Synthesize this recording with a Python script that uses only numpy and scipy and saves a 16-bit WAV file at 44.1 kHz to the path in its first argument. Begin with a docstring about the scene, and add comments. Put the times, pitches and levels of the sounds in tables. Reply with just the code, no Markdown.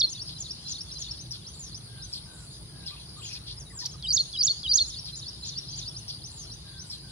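"""A waterside thicket: soft hiss, a distant engine's drone, shrill insects and a harsh bird's steady chatter
run throughout. Birds deep in the leaves warble and whistle first, while the harsh one scolds and rasps on the
left. Drawn-out far whistles enter near 2 s, hoots and yelps near 3 s. At about 4 s a small warbler close by
chips and sings three loud, sweeping phrases, its syrinx tone scattered by the leaves. The calls come round in
the same order every 4.8 s."""
import sys
import numpy as np
from scipy import signal
from scipy.fft import rfft, irfft, next_fast_len
from scipy.io import wavfile
from scipy.ndimage import uniform_filter1d, map_coordinates

SR = 44100
rng = np.random.default_rng(int(sys.argv[2]) if len(sys.argv) > 2 else 0)


def put_to_file(sound):
    """Save the sound as 16-bit audio at rate SR, in the file named by the first command-line argument."""
    columns = np.atleast_2d(sound).T  # one column per channel
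    safe = np.clip(columns, -1, 1)
    whole_steps = np.round(safe * 32767)
    wavfile.write(sys.argv[1], SR, whole_steps.astype(np.int16))


N = 313551

# Tone colours of the noise beds and the scolder's throat. Each row: frequency in Hz, level in dB.
AIR_COLOUR = [(200, -16.5), (330, -0.5), (500, -7.5), (900, -8.5), (1400, -12), (2200, -14), (5000, -15.5),
              (8000, -18.5), (11000, -30.5), (15000, -27.5)]
ENGINE_COLOUR = [(15, -58), (25, -46), (54, 4), (87, -1), (124, 1), (151, 0.5), (257, -15), (321, -15.5),
                 (400, -22.5), (520, -29.5), (880, -120)]
INSECT_COLOUR = [(7500, -37), (8600, -19), (9200, -4.5), (9600, -1.5), (10050, -4.5), (10400, -22),
                 (11000, -38)]
CHORUS_COLOUR = [(2000, -50), (2700, -13), (3300, -4), (4200, 0), (4950, 4.5), (5600, -15), (6600, -12),
                 (7500, -32), (9000, -58)]
THROAT_COLOUR = [(1200, -6), (2200, -6), (3000, 1), (5800, 2), (7500, -3), (11000, -1.5), (15000, -8.5)]
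# The engine's hum. Each row: pitch in Hz, level in dB.
ENGINE_TONES = [(58, -62), (114, -56.5), (140.5, -60)]
# Stereo image of the beds. Each row: frequency in Hz, left-right likeness from -1 to 1.
BED_LIKENESS = [(60, 0.97), (150, 0.94), (300, 0.56), (700, 0.49), (1500, 0.12), (4000, -0.41),
                (10000, 0.0016)]
# Fader ride of the scolder's chatter over one round. Each row: time in seconds, level in dB.
CHORUS_RIDE = [(0.0, -48.5), (0.46, -49), (0.96, -47.5), (1.41, -52), (2.78, -54.5), (3.35, -52),
               (3.83, -61.5), (4.22, -47.5), (4.77, -45.5)]
# Ring of the thicket. Each row: frequency in Hz, seconds to fall by 60 dB.
THICKET_DECAY = [(2000, 0.23), (4500, 0.26), (6600, 0.43), (12000, 0.17)]
# Foliage shading the near warbler. Each row: frequency in Hz, left minus right in dB.
FOLIAGE_PAN = [(3100, -3.5), (3800, -3), (4300, 2), (4500, -2), (4900, 0), (5600, -3), (6500, -6.5),
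               (9000, -2)]

# Call shapes, one syllable to a row. Each row: onset in seconds, length in seconds, start, middle and
# end pitch in Hz, level within the call in dB, place of the crest from 0 to 1.
HOOT_SHAPE = [(0.0066, 0.052, 1100, 1240, 960, 0, 0.56)]
FAR_WHISTLE_SHAPE = [(0, .2, 1610, 1585, 1450, 0, .55)]
WARBLE_SHAPE = [(0, 0.029, 4070, 4100, 4050, 4.6, .55), (.027, 0.021, 4700, 5960, 7600, 2.2, 0.36),
                (.044, .036, 7150, 6570, 5100, 7.7, 0.75), (.089, 0.011, 3620, 3725, 3800, 1, 0.34),
                (.099, .026, 4490, 3780, 3420, 4, .35), (.13, .029, 4390, 4500, 5200, 5.8, 0.78),
                (.156, 0.016, 5400, 5500, 5650, 11, 0.35)]
UPSLUR_SHAPE = [(0, 0.015, 3166, 3535, 3770, -7.5, 0.49), (.028, 0.0194, 4354, 4225, 3790, -0.5, 0.67),
                (.047, .042, 4500, 5760, 6250, 5.5, 0.34)]
LONG_WHISTLE_SHAPE = [(0, .027, 6350, 7050, 7750, -2, 0.67), (.025, .042, 7700, 7370, 7200, 3.5, 1),
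                      (.063, .095, 7350, 6100, 5100, 6, .35)]
DOWNSLUR_SHAPE = [(0, 0.026, 5200, 5250, 5340, -5.5, .7), (.028, .049, 7200, 5950, 4630, -5.5, 0.48),
                  (.09, .05, 4150, 3970, 3860, -13, .4)]
SCOLD_SHAPE = [(0.00085, .064, 5700, 4550, 4050, 4.4, 0.14)]
YELP_SHAPE = [(0.0031, .05, 2100, 2900, 2700, 0, 0.52)]
CHIP_SHAPE = [(0, 0.011, 3290, 4980, 6240, -2, 0.55), (.007, 0.013, 5820, 5110, 3600, -1.4, 0.16)]
SONG_SHAPE = [(0, .005, 5800, 4500, 3500, -12.5, .5), (.006, .035, 3460, 3230, 2880, -11.5, .7),
              (.042, .015, 3870, 3830, 3800, -9.5, .7), (.059, .025, 4620, 4830, 4880, -4.5, .5),
              (.080, .019, 4830, 4540, 4260, 2.5, .48), (.101, .021, 4900, 5850, 6500, -.5, .55),
              (.119, .016, 6480, 6570, 6580, 1.5, .6), (.135, .007, 6900, 7800, 6900, -13, .5),
              (.141, .028, 6350, 4000, 3500, -.7, .38), (.168, .031, 4470, 4280, 4350, -.7, .55)]

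# Call cues for one round. Each row: start in seconds, level in dB, pitch ratio, length ratio.
HOOT_CUES = [(2.902, -49.5, 0.97, 1), (3.159, -49.5, 0.99, 0.98), (3.698, -52, 1.67, 0.48),
             (3.718, -54, 0.93, 0.77), (3.764, -54, 1.3, .5), (3.808, -52, 1.5, 0.44),
             (3.815, -51.5, .8, .6), (3.934, -53.5, 1.03, 0.48)]
FAR_WHISTLE_CUES = [(1.872, -59, 1, 1.12), (2.259, -58.5, 0.96, 0.97), (2.691, -59, 1.03, 1.1)]
LONG_WHISTLE_CUES = [(.575, -61, 1.02, 1.1), (1.531, -46, 1.006, 1.02), (2.414, -60.5, 1.05, 1.2),
                     (3.168, -46, 1.02, 1.02), (3.695, -50, 1.06, 0.9)]
DOWNSLUR_CUES = [(3.566, -36.5, 0.97, 0.93), (3.882, -38, 0.98, 1)]
SCOLD_CUES = [(.272, -42, 0.94, 1.07), (1.307, -40, 1.015, 1.02), (2.126, -40, 0.96, 1.05),
              (2.86, -39.5, 0.96, 0.92), (3.33, -40.5, 1.03, .8), (3.787, -40, 0.96, 1.3)]
YELP_CUES = [(2.825, -52, 0.98, 1), (2.893, -50, 0.87, 1), (2.95, -50.5, 0.95, 0.88),
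             (2.994, -55, 1.1, 0.52), (3.213, -43.5, 1.1, 0.9), (3.246, -43, 1.07, 0.84),
             (3.284, -45, .92, 1), (3.337, -46.5, .93, .9)]
CHIP_CUES = [(3.853, -22, 1, 1)]
SONG_CUES = [(4.0238, -17.2, 1.003, .977), (4.3278, -16.8, 1.022, .977), (4.63, -14.7, 1, 1)]

# Thin insect buzzes and toneless bird rasps.
# Each row: start in seconds, length in seconds, level in dB, centre in Hz.
BUZZ_CUES = [(2.06, 0.16, -60.5, 8100), (2.3, 0.2, -59, 7600), (4.02, 0.14, -58, 8100)]
RASP_CUES = [(.655, .096, -42, 4550), (.99, .08, -46, 4200), (2.89, .18, -53, 4160), (3.21, .18, -46, 4600),
             (3.452, .1, -43.5, 4240), (3.81, .07, -44, 5070)]

ROUND_S = 4.7714
NEAR_LEAVES_DB, DEEP_LEAVES_DB = -11, -4  # early echo sends
NEAR_TAIL_DB, DEEP_TAIL_DB = -14.5, -11  # reverb sends


def amp(db):
    """Decibels to gain."""
    return 10 ** (np.asarray(db) / 20)


def unit(x):
    """Scale to rms 1."""
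    return x / np.sqrt(np.mean(x ** 2) + 1e-20)


def along(points, hz):
    """Read a curve of (Hz, value) points on a log frequency axis."""
    knots_hz, values = np.transpose(points)
    return np.interp(np.log(hz + 1), np.log(knots_hz + 1), values)


def wobble(rate, size=N):
    """A smooth random curve, rate knots a second."""
    knots = rng.standard_normal(int(size * rate / SR) + 4)
    return map_coordinates(knots, [np.arange(size) * rate / SR])


def filtered(x, response):
    """Pass x through a complex frequency response."""
    size = x.shape[-1]
    padded = next_fast_len(size + SR // 10)
    return irfft(rfft(x, padded) * response(np.fft.rfftfreq(padded, 1 / SR)), padded)[..., :size]


def pan(pair, db):
    """Make the left side louder than the right by db."""
    return pair * amp(db * np.array([[.5], [-.5]]))


def add(track, start_s, sound):
    """Mix a sound into the track, trimming any overhang."""
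    start = round(start_s * SR)
    sound = sound[max(-start, 0):max(N - start, 0)]
    track[max(start, 0):][:len(sound)] += sound


def recurring(cues):
    """Loop the cues every ROUND_S seconds."""
    return [(start_s + turn * ROUND_S, *rest) for turn in (-1, 0, 1) for start_s, *rest in cues]


def bout(start_s, beat_s, db, count, slowing_s=0):
    """Cues for like calls on a beat; each gap is slowing_s longer than the last."""
    return [(start_s + k * beat_s + slowing_s * k * (k - 1) / 2, db, 1, 1) for k in range(count)]


def noise_bed(colour, patchy_db):
    """Coloured stereo noise of rms 1 that flickers in patches of time and pitch."""
    spectra = signal.stft(rng.standard_normal((2, N)), nperseg=512)[2]
    patches = uniform_filter1d(rng.standard_normal(spectra.shape[1:]), size=5, axis=0)
    patches = uniform_filter1d(patches, size=10, axis=1)
    pair = signal.istft(spectra * amp(patchy_db * unit(patches)), nperseg=512)[1][:, :N]
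    width = lambda hz: np.arccos(np.clip(along(BED_LIKENESS, hz), -1, 1)) / 2
    mid, side = filtered(pair, lambda hz: amp(along(colour, hz)) * [np.cos(width(hz)), np.sin(width(hz))])
    return unit(np.array([mid + side, mid - side]))


def syllable(length_s, pitches, crest, edge_s=.0025, sag_db=11):
    """Pitch glides in one arc through start, middle and end; effort swells to a crest and sags."""
    progress = np.linspace(0, 1, max(int(length_s * SR), 2))
    arc = np.polyval(np.polyfit([0, .5, 1], pitches, 2), progress)
    fade = np.clip(np.minimum(progress, 1 - progress) * length_s / edge_s, 0, 1)
    return arc, np.sin(np.pi / 2 * fade) * amp(-sag_db * np.abs(progress - crest))


def whistles(shape, cues, waver, overtone_db=-46, rough=0., clean_s=.00976, flutter_db=1.5):
    """A syrinx tone sings the shape on each cue; a rough one breaks into chaos after a clean start."""
    track = np.zeros(N)
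    for start_s, db, pitch, stretch in recurring(cues):
        for onset_s, length_s, *pitches, syllable_db, crest in shape:
            arc, swell = syllable(length_s * stretch, pitches, crest)
            size = len(arc)
            chaos = rough * np.clip(np.arange(size) / SR / clean_s - 1, 0, 1)
            bend = .005 * wobble(70, size)
            unsteady = 1 + bend + waver * wobble(409.5, size) + .151 * chaos * wobble(1800, size)
            phase = 2 * np.pi * np.cumsum(arc * pitch * unsteady) / SR
            tone = np.sin(phase) + amp(overtone_db) * np.sin(2 * phase)
            flutter = flutter_db * wobble(107, size) + 2 * chaos * wobble(700, size)
            effort = amp(db + syllable_db + flutter) * swell
            hiss = .16 * rough * rng.standard_normal(size)
            add(track, start_s + onset_s * stretch, effort * (tone + hiss))
    return track


def rasps(cues, width_hz, pulse_hz, rough_db):
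    """Uneven bursts of noise through one broad resonance."""
    track = np.zeros(N)
    for start_s, length_s, db, centre_hz in recurring(cues):
        size = int(length_s * SR)
        bursts = rng.standard_normal(size) * amp(rough_db * wobble(pulse_hz, size))
        note = filtered(bursts, lambda hz: 1 / (1 + ((hz - centre_hz) / width_hz) ** 2) ** 2)
        add(track, start_s, amp(db) * unit(note) * signal.windows.tukey(size, .6))
    return track


def thicket(x, lag_ms, leaves_db=DEEP_LEAVES_DB, tail_db=DEEP_TAIL_DB, leaf_decay_s=.004):
    """The left side hears the sound lag_ms after the right; leaves echo it and the thicket rings on."""
    direct = filtered(x, lambda hz: np.exp(1j * np.pi * hz * lag_ms / 1000 * np.array([[-1], [1]])))
    hz, t, spectra = signal.stft(rng.standard_normal((2, SR)), SR, nperseg=256)
    decay = amp(-60 * t / along(THICKET_DECAY, hz)[:, None])
    tail = signal.istft(spectra * decay, SR, nperseg=256)[1]
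    age = np.arange(tail.shape[1]) / SR
    leaves = rng.standard_normal(tail.shape) * (age > .001) * np.exp(-age / leaf_decay_s)
    echoes = amp(leaves_db) * leaves / np.linalg.norm(leaves[0])
    echoes += amp(tail_db) * tail / np.linalg.norm(tail[0])
    return direct + signal.fftconvolve(x[None], echoes, axes=1)[:, :N]


def air():
    """The soft hiss of air in the reeds."""
    return amp(-57) * noise_bed(AIR_COLOUR, patchy_db=1.77)


def engine():
    """A distant engine: wavering hum tones in a low drone."""
    t = np.arange(N) / SR
    hum = sum(amp(db + 4.7 * wobble(5.8)) * np.sin(2 * np.pi * hz * t + 1.8 * wobble(12))
              for hz, db in ENGINE_TONES)
    return hum + amp(-47.5) * noise_bed(ENGINE_COLOUR, patchy_db=1.73)


def insects(stroke_hz=70.5, level_db=-54.5, swell_db=1.2):
    """A shrill band pulsing with wing strokes, and a few short buzzes."""
    strokes = np.sin(2 * np.pi * np.cumsum(stroke_hz + 2 * wobble(10)) / SR)
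    shrill = unit(noise_bed(INSECT_COLOUR, patchy_db=1.5) * (1 + .17 * strokes))
    shrill *= amp(level_db + swell_db * wobble(3.53))
    buzzes = rasps(BUZZ_CUES, width_hz=1050, pulse_hz=304, rough_db=-1.5)
    return shrill + thicket(buzzes, lag_ms=0, tail_db=-12)


def twitter(count, centre_hz, spread, scatter_db):
    """Tiny ticks at chance moments, most falling in pitch; rms 1."""
    track = np.zeros(N)
    t = np.arange(int(.008 * SR)) / SR
    starts = rng.uniform(0, N / SR, count)
    for start_s, (pitch, glide, strength) in zip(starts, rng.standard_normal((count, 3))):
        hz = centre_hz * np.exp(spread * pitch + 25 * (glide - 1) * (t - t.mean()))
        tick = np.hanning(len(t)) * np.sin(2 * np.pi * np.cumsum(hz) / SR)
        add(track, start_s, amp(scatter_db * np.tanh(strength)) * tick)
    return unit(track)


def chorus(wash_over_ticks_db=7, trim_db=3):
    """The harsh bird's ceaseless chatter blurs into a wash with faint ticking, off to the left like its calls."""
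    ticks = thicket(twitter(count=600, centre_hz=4434, spread=.1095, scatter_db=1.5), lag_ms=-.11)
    wash = amp(wash_over_ticks_db) * noise_bed(CHORUS_COLOUR, patchy_db=4.5)
    ride_db = np.interp(np.arange(N) / SR % ROUND_S, *np.transpose(CHORUS_RIDE))
    return pan(amp(ride_db + trim_db) * unit(unit(ticks) + wash), db=2)


def far_birds():
    """Soft, husky hoots, and drawn-out whistles wet with echo."""
    hoots = whistles(HOOT_SHAPE, HOOT_CUES, waver=.02, overtone_db=-20, rough=.15)
    hoots = thicket(hoots, lag_ms=-.076, leaves_db=NEAR_LEAVES_DB)
    drawn_out = whistles(FAR_WHISTLE_SHAPE, FAR_WHISTLE_CUES, waver=.023, flutter_db=2.5)
    return pan(hoots, db=4) + thicket(drawn_out, lag_ms=-.066, leaves_db=NEAR_LEAVES_DB, tail_db=-3)


def neighbours():
    """Whistling birds straight ahead, deep in the thicket."""
    warbles = bout(start_s=.059, beat_s=.294, db=-41.5, count=4, slowing_s=.004)
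    upslurs = bout(start_s=.863, beat_s=.2765, db=-44, count=5)
    song = whistles(WARBLE_SHAPE, warbles, waver=.013, flutter_db=2.5)
    song += whistles(UPSLUR_SHAPE, upslurs, waver=.019)
    song += whistles(LONG_WHISTLE_SHAPE, LONG_WHISTLE_CUES, waver=.0072, rough=.34, clean_s=.03)
    song += whistles(DOWNSLUR_SHAPE, DOWNSLUR_CUES, waver=.01)
    return pan(thicket(song, lag_ms=-.045), db=1)


def scolder():
    """A harsh bird off to the left scolds, yelps and rasps, all coloured by its throat."""
    calls = whistles(SCOLD_SHAPE, SCOLD_CUES, waver=.022, overtone_db=-25, rough=.824, clean_s=.007)
    calls += whistles(YELP_SHAPE, YELP_CUES, waver=.036, overtone_db=-23, rough=.59)
    calls += rasps(RASP_CUES, width_hz=1490, pulse_hz=261, rough_db=-2.5)
    voice = filtered(calls, lambda hz: amp(along(THROAT_COLOUR, hz)))
    return pan(thicket(voice, lag_ms=-.11, tail_db=-12), db=3)


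def warbler():
    """The lead: a gritty chip and an almost pure song; foliage shades each side differently by pitch."""
    song = whistles(SONG_SHAPE, SONG_CUES, waver=.004, overtone_db=-38, rough=.054, flutter_db=.86)
    chip = whistles(CHIP_SHAPE, CHIP_CUES, waver=.041, overtone_db=-26, rough=.49, clean_s=.002)
    voice = thicket(song + chip, lag_ms=.036, leaves_db=NEAR_LEAVES_DB, tail_db=NEAR_TAIL_DB)
    return .89 * filtered(voice, lambda hz: pan(1, along(FOLIAGE_PAN, hz)))


def scene():
    """The stereo mix: the warbler in front, the other birds behind, the beds underneath."""
    return warbler() + neighbours() + scolder() + far_birds() + chorus() + insects() + air() + engine()


def record(dry, top_hz=15730):
    """A brick-wall low-pass trims the very top of the mix."""
    return filtered(dry, lambda hz: hz < top_hz)


dry = scene()
out = record(dry)
put_to_file(out)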